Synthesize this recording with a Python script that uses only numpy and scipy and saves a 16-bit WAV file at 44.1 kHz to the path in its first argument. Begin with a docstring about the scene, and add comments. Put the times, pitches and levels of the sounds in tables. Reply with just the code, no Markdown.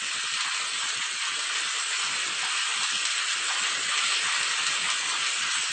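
"""Rinsing hair in the shower

A small tiled stall, heard from close by on one microphone, while someone rinses long hair.
Thousands of drops patter on hair and tiles over a hiss of fine spray; the hands gather water
and let it go in gushes. Run-off leaves the hair in spills and hits the wet floor in splats,
splashes and plops. Bubbles ring in the puddle, and the near walls throw the sound back.
A faint rumble comes and goes, and now and then the low end cuts out briefly."""
import sys
import numpy as np
from scipy import signal
from scipy.io import wavfile
from scipy.ndimage import uniform_filter1d

SR = 44100
rng = np.random.default_rng(int(sys.argv[2]) if len(sys.argv) > 2 else 0)


def file_out(sig):
    """Save sig as 16-bit WAV at sys.argv[1]."""
    # one column per channel
    cols = np.atleast_2d(sig).T
    # limit, then scale
    lim = np.clip(cols, -1, 1)
    pcm = np.round(lim * 32767).astype(np.int16)
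    wavfile.write(sys.argv[1], SR, pcm)


N = 252232
TIME = np.arange(N) / SR

# colour of water striking tile, below and above the dull gap in the treble: freq_hz, gain_db
PATTER_COLOUR = [(70, -57.5), (150, -52), (320, -24), (700, -20), (880, -13), (1190, -0.64), (2200, -0.1),
                 (2800, 1.4), (3300, 1.25), (3760, -5), (4100, -3), (4470, -2.5), (4720, -17.5)]
FIZZ_COLOUR = [(4700, -10.5), (4900, -6.5), (5300, -5.5), (6600, -6), (7300, -4), (7650, -1), (8600, -3)]
# narrow peaks and dips left by the close walls: centre_hz, width_hz, gain_db
WALL_PEAKS = [(922, 40, 2), (955, 25, -3), (1069, 30, 2), (1100, 50, -2), (1250, 60, 1), (1440, 60, 1.5),
              (1628, 65, 1.5), (1722, 55, -3.3), (1918, 60, 2.3), (1965, 40, -2.5), (2010, 40, 1.8),
              (2072, 50, -4), (2205, 70, -2.5), (3345, 40, -2.5), (3440, 40, -2), (3570, 80, 2),
              (4075, 35, 2.3), (4910, 70, 2.5), (4975, 40, -2.5), (5010, 40, 2), (5065, 50, -2),
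              (6866, 90, 2.5), (7159, 70, 3)]
# how long the stall rings: freq_hz, t60_s
STALL_DECAY = [(200, 0.26), (1500, 0.36), (4000, 0.34), (9000, 0.13)]
# steady flow past the head, growing as the hair soaks: time_s, level_db (before flow_share)
FLOW = [(0, -1.5), (.7, -1.5), (1.15, -1.4), (1.6, -0.5), (2.2, -.5), (2.36, -1), (2.5, -0.4), (3.28, 0.65),
        (3.4, -0.5), (3.52, 0.8), (3.8, 0.4), (4, 1), (4.45, 1.05), (4.75, 0.35), (4.95, 0), (5.72, -0.1)]
# the hands gather water and let it go: release_s, swell_db, drain_s, lull_db (before gush_share)
GUSHES = [(.36, 3, .25, 0), (.8, 1.4, 0.35, 0.5), (1.195, 2.5, 0.058, 2), (1.9, 1.5, 1, 0.5),
          (2.4, 2, 0.3, 2.5), (2.8, 4, 0.035, -1.5), (3.47, 3.5, 0.26, 1), (3.89, 4, 0.27, 2),
          (4.24, 3, 0.42, 0.5), (4.57, 4, 0.12, 1.5), (4.82, 4, 0.11, -1.5), (5.07, 4.5, 0.2, -1),
          (5.51, 4, 0.092, -2.5)]
# how each size of drop follows the water: rest_db, flow_share, gush_share
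HEAVY_DROPS, MIDDLE_DROPS, FINE_DROPS = (-1.1, 0.64, 1.65), (-0.63, 1, 0.41), (-3.5, 1.2, 0.055)
# low splatter on the floor, under 800 Hz: time_s, gain_db
FLOOR_SPLATTER = [(0, 0), (.25, -4.5), (.55, -3), (.95, -3), (1.2, -5), (1.35, 0), (1.85, -2.5), (2.15, 2),
                  (2.5, -1), (2.6, -4), (2.76, -1), (2.95, 0.5), (3.15, -3), (3.35, 0.5), (3.55, 0.5),
                  (4.2, 0), (4.8, 0.5), (5.72, -3.5)]
# the fattest blobs of run-off hitting the floor: start_s
FAT_SPLATS = [0.925, 1.375, 1.47, 1.905, 3.775, 4.165, 4.81, 5.63]
# short, faint swells of low rumble: peak_s, level_db, length_s
BASS_SWELLS = [(0.033, -56.5, 0.07), (0.165, -58, 0.093), (0.251, -59, 0.057), (0.338, -59, 0.081),
               (0.465, -61, 0.098), (0.626, -64, 0.13), (0.755, -62, 0.094), (0.846, -60, 0.072),
               (0.984, -56.5, .09), (1.145, -61, 0.064), (1.325, -62, 0.098), (1.661, -60, 0.087),
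               (2.11, -57, 0.23), (2.303, -58, 0.15), (2.427, -59.5, 0.075), (2.788, -58, 0.11),
               (2.945, -56, 0.076), (3.375, -62.5, 0.097), (3.615, -56, 0.06), (3.773, -57, 0.16),
               (3.881, -56, 0.078), (4.051, -57.5, .09), (4.248, -56, 0.093), (4.398, -56, 0.052),
               (4.491, -64, 0.12), (4.605, -59, .1), (4.702, -56, 0.081), (4.834, -55, 0.17),
               (4.94, -62, 0.056), (5.034, -61, 0.11), (5.119, -64, 0.1), (5.209, -59.5, 0.093),
               (5.43, -56.5, .12), (5.58, -58, 0.076), (5.705, -57, 0.066)]
# sheets of water spilling off the hair onto the tiles: peak_s, level_db, length_s, lowest_hz
SPILLS = [(0.091, -35.5, 0.06, 1300), (0.43, -36, 0.06, 2350), (0.524, -32, .06, 1510),
          (0.903, -32, 0.047, 1200), (1.021, -32, 0.046, 1900), (1.224, -34, 0.042, 2180),
          (1.431, -39, 0.051, 2420), (1.571, -31.5, 0.12, 1900), (1.946, -32.5, 0.13, 1700),
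          (2.449, -32.5, 0.046, 1400), (2.547, -34, .06, 1300), (2.616, -31, 0.077, 2220),
          (2.951, -31, 0.096, 2300), (3.169, -39, 0.11, 2530), (3.303, -31, 0.084, 2400),
          (3.661, -31.5, 0.092, 1800), (3.98, -30.5, 0.086, 2100), (4.054, -31.5, .14, 2600),
          (4.139, -28.5, .19, 2490), (4.36, -32.5, 0.11, 1380), (4.611, -45, .06, 1500),
          (4.909, -35, 0.06, 3000), (5.244, -32.5, 0.087, 1600)]
# small clumps of water slapping the floor: start_s, level_db
SPLASHES = [(0.135, -30), (0.232, -31), (0.339, -25), (0.407, -24), (0.546, -25), (0.734, -29.5),
            (0.888, -24), (1.018, -37), (1.391, -24.5), (1.706, -30), (2.047, -28), (2.573, -23),
            (2.832, -23.5), (3.052, -21), (3.526, -31), (3.973, -32), (4.037, -26.5), (4.429, -24),
            (4.667, -22), (4.901, -24), (5.264, -24), (5.623, -26)]
# heavy gouts landing in the puddle: start_s, level_db, pitch_hz
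PLOPS = [(0.4, -30, 1110), (0.475, -28, 1010), (0.887, -33, 1350), (.998, -32.5, 1350), (1.272, -28, 1320),
         (1.493, -26, 1355), (1.605, -32.5, 990), (2.424, -29, 910), (2.445, -31, 860), (2.705, -32, 950),
         (3.505, -30, 900), (3.555, -33, 1170), (3.938, -23, 1300), (4.28, -27, 960), (4.335, -30, 1030),
         (4.885, -23.5, 1090), (5.02, -31.5, 950), (5.137, -26, 1350), (5.541, -34, 1000)]
# single fat drops on bare tile near the microphone: start_s, dry_peak_db
DRIPS = [(1.635, -22), (2.835, -22), (2.995, -21), (3.978, -9), (4.106, -16), (4.325, -16), (4.412, -17),
         (4.513, -12), (4.666, -18)]
# where echoes off the arms and head cancel most: freq_hz, weight
CANCELLING = [(1000, .4), (1450, .55), (1750, .95), (2200, 1.1), (2500, .55), (3100, .45), (3550, .7),
              (4200, .45), (6000, .35)]
# the low end of the whole sound cuts out briefly: middle_s, length_s, quiet_below_hz
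LOW_DROPOUTS = [(0.128, 0.023, 550), (0.212, .025, 750), (0.289, 0.048, 815), (0.408, 0.07, 650),
                (0.514, 0.042, 700), (0.815, .02, 450), (1.035, 0.037, 750), (1.215, 0.072, 646),
                (1.712, .035, 550), (1.965, 0.024, 600), (2.626, 0.066, 600), (2.879, 0.061, 700),
                (3.106, 0.1, 517), (3.32, 0.059, 580), (3.927, 0.043, 503), (4.33, .05, 380),
                (4.571, 0.016, 650), (4.902, .03, 520), (5.344, .04, 320), (5.52, .04, 600),
                (5.67, .04, 570)]
TOP_HZ = 8690  # upper edge of the recorder's band


def gain_of(db):
    """Decibels to amplitude."""
    return 10 ** (np.asarray(db) / 20)


def unit_rms(x):
    """Scales to an rms of one."""
    return x / np.sqrt(np.mean(x ** 2) + 1e-20)


def at_hz(points, hz):
    """Reads a spectrum table, joined by lines on a log-frequency axis."""
    freq_hz, value = np.transpose(points)
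    return np.interp(np.log(hz + 1), np.log(freq_hz + 1), value)


def at_time(points, t):
    """Reads a level table, joined by lines in time."""
    return np.interp(t, *np.transpose(points))


def add(mix, start_s, sound):
    """Mixes a sound in at start_s."""
    part = mix[max(round(start_s * SR), 0):][:len(sound)]
    part += sound[:len(part)]


def band(x, low_hz, high_hz, order=2):
    """Causal band-pass."""
    return signal.sosfilt(signal.butter(order, [low_hz, high_hz], "band", fs=SR, output="sos"), x)


def patches(shape, bins, frames):
    """Smooth random blotches over frequency and time."""
    return unit_rms(uniform_filter1d(uniform_filter1d(rng.standard_normal(shape), bins, 0), frames, 1))


def impacts(length, per_s, spread_db):
    """Randomly timed clicks, mostly small and a few large."""
    size = gain_of(spread_db * np.minimum(rng.exponential(1, length), 5))
    return size * rng.choice([-1, 1], length) * (rng.random(length) < per_s / SR)


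def water_colour(x):
    """Gives clicks the colour of water on tile between close walls."""
    hz = np.fft.rfftfreq(4096, 1 / SR)
    db = np.where(hz < FIZZ_COLOUR[0][0], at_hz(PATTER_COLOUR, hz), at_hz(FIZZ_COLOUR, hz))
    db += sum(peak_db * np.exp(-2 * ((hz - centre) / width) ** 2) for centre, width, peak_db in WALL_PEAKS)
    log_gain = np.log(gain_of(np.r_[db, db[-2:0:-1]]))
    click = np.fft.ifft(np.exp(np.conj(signal.hilbert(log_gain)))).real  # minimum phase: a sharp onset
    return signal.oaconvolve(x, click[:len(hz)])[:len(x)]


def stall(x, wet_db):
    """Reflections off the tiles reach the microphone from 3 ms on; the high treble dies first."""
    n = SR // 2
    echoes = rng.choice([-1., 1.], n) * (rng.random(n) < 3000 / SR) * (TIME[:n] > .003)
    hz, t, spectrum = signal.stft(echoes, SR, nperseg=256)
    decay = gain_of(-60 * t / at_hz(STALL_DECAY, hz)[:, None])
    tail = signal.istft(spectrum * decay, SR, nperseg=256)[1]
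    return x + gain_of(wet_db) * signal.oaconvolve(x, tail / np.linalg.norm(tail))[:N]


def patter(spots=10):
    """Drops land on many spots, each with its own path through the stall to the microphone."""
    return unit_rms(sum(stall(impacts(N, per_s=700, spread_db=1.24), wet_db=0) for _ in range(spots)))


def bubbles(per_s=2300, decay_cycles=11, rise=0.043, sizes=36):
    """Small bubbles trapped in the water film ring briefly, rising in pitch."""
    t, out = TIME[:1500], np.zeros(N)
    for hz in np.geomspace(900, 8300, sizes) * rng.uniform(0.95, 1.04, sizes):
        age = t * hz / decay_cycles
        pitch_hz = hz * (1 + rise * np.minimum(age, 4))
        ring = np.exp(-age) * np.sin(2 * np.pi * np.cumsum(pitch_hz) / SR)
        out += hz * signal.oaconvolve(impacts(N, per_s / sizes, spread_db=2), ring)[:N]
    return unit_rms(stall(out, wet_db=-8))


def drop_level(drops, t, gather_s=0.18, release_s=0.031):
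    """Level in dB of one drop size: steady flow, plus gushes that gather, break loose and drain."""
    rest_db, flow_share, gush_share = drops
    gushes = sum(
        np.interp(t, [s - gather_s, s, s + release_s, s + release_s + drain_s], [0, -lull_db, swell_db, 0])
        for s, swell_db, drain_s, lull_db in GUSHES)
    return rest_db + flow_share * at_time(FLOW, t) + gush_share * gushes


def spray(level_db=-29.5, bubble_db=-13, tick_db=-8):
    """Drops, bubbles and mist; the jets wander over hair and floor, so the colour shifts in patches."""
    fizz = gain_of(bubble_db) * bubbles()
    wash = water_colour(unit_rms(patter() + fizz + rng.standard_normal(N)))
    # tiny drops near the microphone tick dry and high
    ticks = water_colour(unit_rms(band(impacts(N, per_s=620, spread_db=2.35), 4600, 12000, order=3)))
    mid_rms = np.std(band(wash, 1100, 4500, order=4))
    water = (wash + gain_of(tick_db) * ticks) / mid_rms
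    hz, t, spectrum = signal.stft(water, SR, nperseg=512, noverlap=384)
    # the smaller the drop, the higher it sounds; a gush brings mostly heavy ones
    fine = at_hz([(4500, 0), (5100, 1)], hz)[:, None]
    heavy = at_hz([(450, 0), (800, 1), (1050, 1), (1400, 0)], hz)[:, None]
    deep = at_hz([(450, 1), (800, 0)], hz)[:, None]
    middle = 1 - fine - heavy - deep
    db = level_db + middle * drop_level(MIDDLE_DROPS, t) + fine * drop_level(FINE_DROPS, t)
    db += heavy * drop_level(HEAVY_DROPS, t) + deep * at_time(FLOOR_SPLATTER, t)
    db += 2 * heavy * patches((1, len(t)), bins=1, frames=20)  # the run-off is uneven
    db += (0.88 + 1.2 * fine) * patches(db.shape, bins=8, frames=14)  # the jets wander
    db += 2 * deep * np.minimum(2 * patches(db.shape, bins=4, frames=18), 1)  # the low splatter burbles
    db += 0.25 * fine * patches((1, len(t)), bins=1, frames=16)  # the mist comes in puffs
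    return signal.istft(spectrum * gain_of(db), SR, nperseg=512, noverlap=384)[1][:N]


def shifting_echoes(x, depth_db=28, threshold=0.52, ramp=0.85):
    """Echoes off the moving arms and head cancel at the microphone in notches that come and go."""
    hz, _, spectrum = signal.stft(x, SR, nperseg=4096, noverlap=3584)
    drift = unit_rms(uniform_filter1d(patches(spectrum.shape, bins=6, frames=8), size=3, axis=0))
    notch = np.clip((at_hz(CANCELLING, hz)[:, None] * drift - threshold) / ramp, 0, 1)
    gain = gain_of(-depth_db * notch)
    gain /= np.sqrt(np.mean(gain ** 2, axis=1, keepdims=True))  # each frequency keeps its mean power
    return signal.istft(spectrum * gain, SR, nperseg=4096, noverlap=3584)[1][:N]


def gurgles(level_db=-60, per_s=45, decay_s=0.012, rise_per_s=0.45, sizes=40):
    """Larger bubbles in the puddle give short, low blips that rise a little in pitch."""
    t, out = TIME[:SR // 6], np.zeros(N)
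    envelope = t / decay_s * np.exp(-t / decay_s)
    for hz in np.geomspace(250, 720, sizes) * rng.uniform(0.98, 1.03, sizes):
        blip = envelope * np.sin(2 * np.pi * np.cumsum(hz * (1 + rise_per_s * t)) / SR)
        out += np.sqrt(hz) * signal.oaconvolve(impacts(N, per_s / sizes, spread_db=2), blip)[:N]
    return gain_of(level_db + at_time(FLOOR_SPLATTER, TIME)) * unit_rms(out)


def splats(level_db=-57, fat_db=-46, band_hz=(300, 760), decay_s=0.01):
    """Blobs of run-off smack the wet floor: dull, pitchless knocks that give the water its body."""
    knocks = unit_rms(band(impacts(N, per_s=90, spread_db=1.56), *band_hz, order=5))
    out = gain_of(level_db + at_time(FLOOR_SPLATTER, TIME)) * knocks
    t = TIME[:SR // 8]
    for start_s in FAT_SPLATS:
        smack = unit_rms(band(rng.standard_normal(len(t)), *band_hz, order=5))
        add(out, start_s, gain_of(fat_db) * smack * np.exp(-t / decay_s))
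    return stall(out, wet_db=-4)


def bass_swells(band_hz=(107, 300)):
    """Short, faint swells of low rumble come and go."""
    out = np.zeros(N)
    for peak_s, level_db, length_s in BASS_SWELLS:
        swell = np.sin(np.pi * np.minimum(TIME[:SR // 3] / length_s, 1))
        rumble = band(impacts(len(swell), per_s=1200, spread_db=0) * swell, *band_hz, order=5)
        rumble_rms = np.linalg.norm(rumble) / np.sqrt(length_s * SR)
        add(out, peak_s - length_s / 2, gain_of(level_db) * rumble / rumble_rms)
    return out


def spills(top_hz=5000):
    """A sheet of water swells and thins again: a dense, bright patter in the upper mids."""
    out = np.zeros(N)
    for peak_s, level_db, length_s, lowest_hz in SPILLS:
        swell = np.hanning(round(length_s * SR))
        sheet = water_colour(band(impacts(len(swell), per_s=9000, spread_db=1.5), lowest_hz, top_hz))
        add(out, peak_s - length_s / 2, gain_of(level_db) * unit_rms(sheet) * swell)
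    return stall(out, wet_db=-8)


def low_dropouts(x, depth_db=-26, edge_s=0.014, edge_share=0.16):
    """The low end of the whole sound cuts out briefly and comes back abruptly."""
    hz, t, spectrum = signal.stft(x, SR, nperseg=512, noverlap=448)
    quiet = np.zeros(spectrum.shape)
    for middle_s, length_s, quiet_below_hz in LOW_DROPOUTS:
        below = np.clip((1 - hz / quiet_below_hz) / edge_share + .5, 0, 1)
        during = np.clip((length_s / 2 - abs(t - middle_s)) / edge_s + .5, 0, 1)
        quiet += np.outer(below, during)
    return signal.istft(spectrum * gain_of(depth_db * quiet), SR, nperseg=512, noverlap=448)[1][:N]


def splashes(decay_s=0.0071, band_hz=(2800, 8700)):
    """Each clump bursts on the floor into a bright, quickly fading cluster of droplets."""
    t, out = TIME[:SR // 8], np.zeros(N)
    for start_s, level_db in SPLASHES:
        cluster = water_colour(band(impacts(len(t), per_s=2300, spread_db=2.5), *band_hz, order=1))
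        add(out, start_s, gain_of(level_db) * unit_rms(cluster) * np.exp(-t / decay_s))
    return stall(out, wet_db=-1.5)


def plops(rise_s=0.004, decay_s=0.0088, band_ratio=1.22):
    """A gout slaps the puddle and punches a short-lived cavity, which rings broadly and low."""
    t, out = TIME[:SR // 6], np.zeros(N)
    envelope = (1 - np.exp(-t / rise_s)) * np.exp(-t / decay_s)
    for start_s, level_db, pitch_hz in PLOPS:
        slap = impacts(len(t), per_s=3200, spread_db=1.5)
        cavity = unit_rms(band(slap, pitch_hz / band_ratio, pitch_hz * band_ratio, order=4))
        add(out, start_s, gain_of(level_db) * cavity * envelope)
    return stall(out, wet_db=-5.5)


def drips(lowest_hz=2400):
    """A fat drop on bare tile near the microphone makes one hard tick, which the walls throw back."""
    out = np.zeros(N)
    tick = water_colour(band(signal.unit_impulse(SR // 20), lowest_hz, TOP_HZ))
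    for start_s, dry_peak_db in DRIPS:
        add(out, start_s, gain_of(dry_peak_db) * tick / abs(tick).max())
    return stall(out, wet_db=-2)


def scene():
    """All the water at one spot in the stall, the same in both channels."""
    shower = shifting_echoes(spray() + spills())
    water = shower + plops() + splashes() + drips() + gurgles() + splats() + bass_swells()
    return np.tile(low_dropouts(water), (2, 1))


def record(dry):
    """The recorder cuts off steeply above TOP_HZ."""
    low_pass = signal.firwin(1023, TOP_HZ, window=("kaiser", 9), fs=SR)
    return signal.oaconvolve(dry, low_pass[None], "same")


dry = scene()
out = record(dry)
file_out(out)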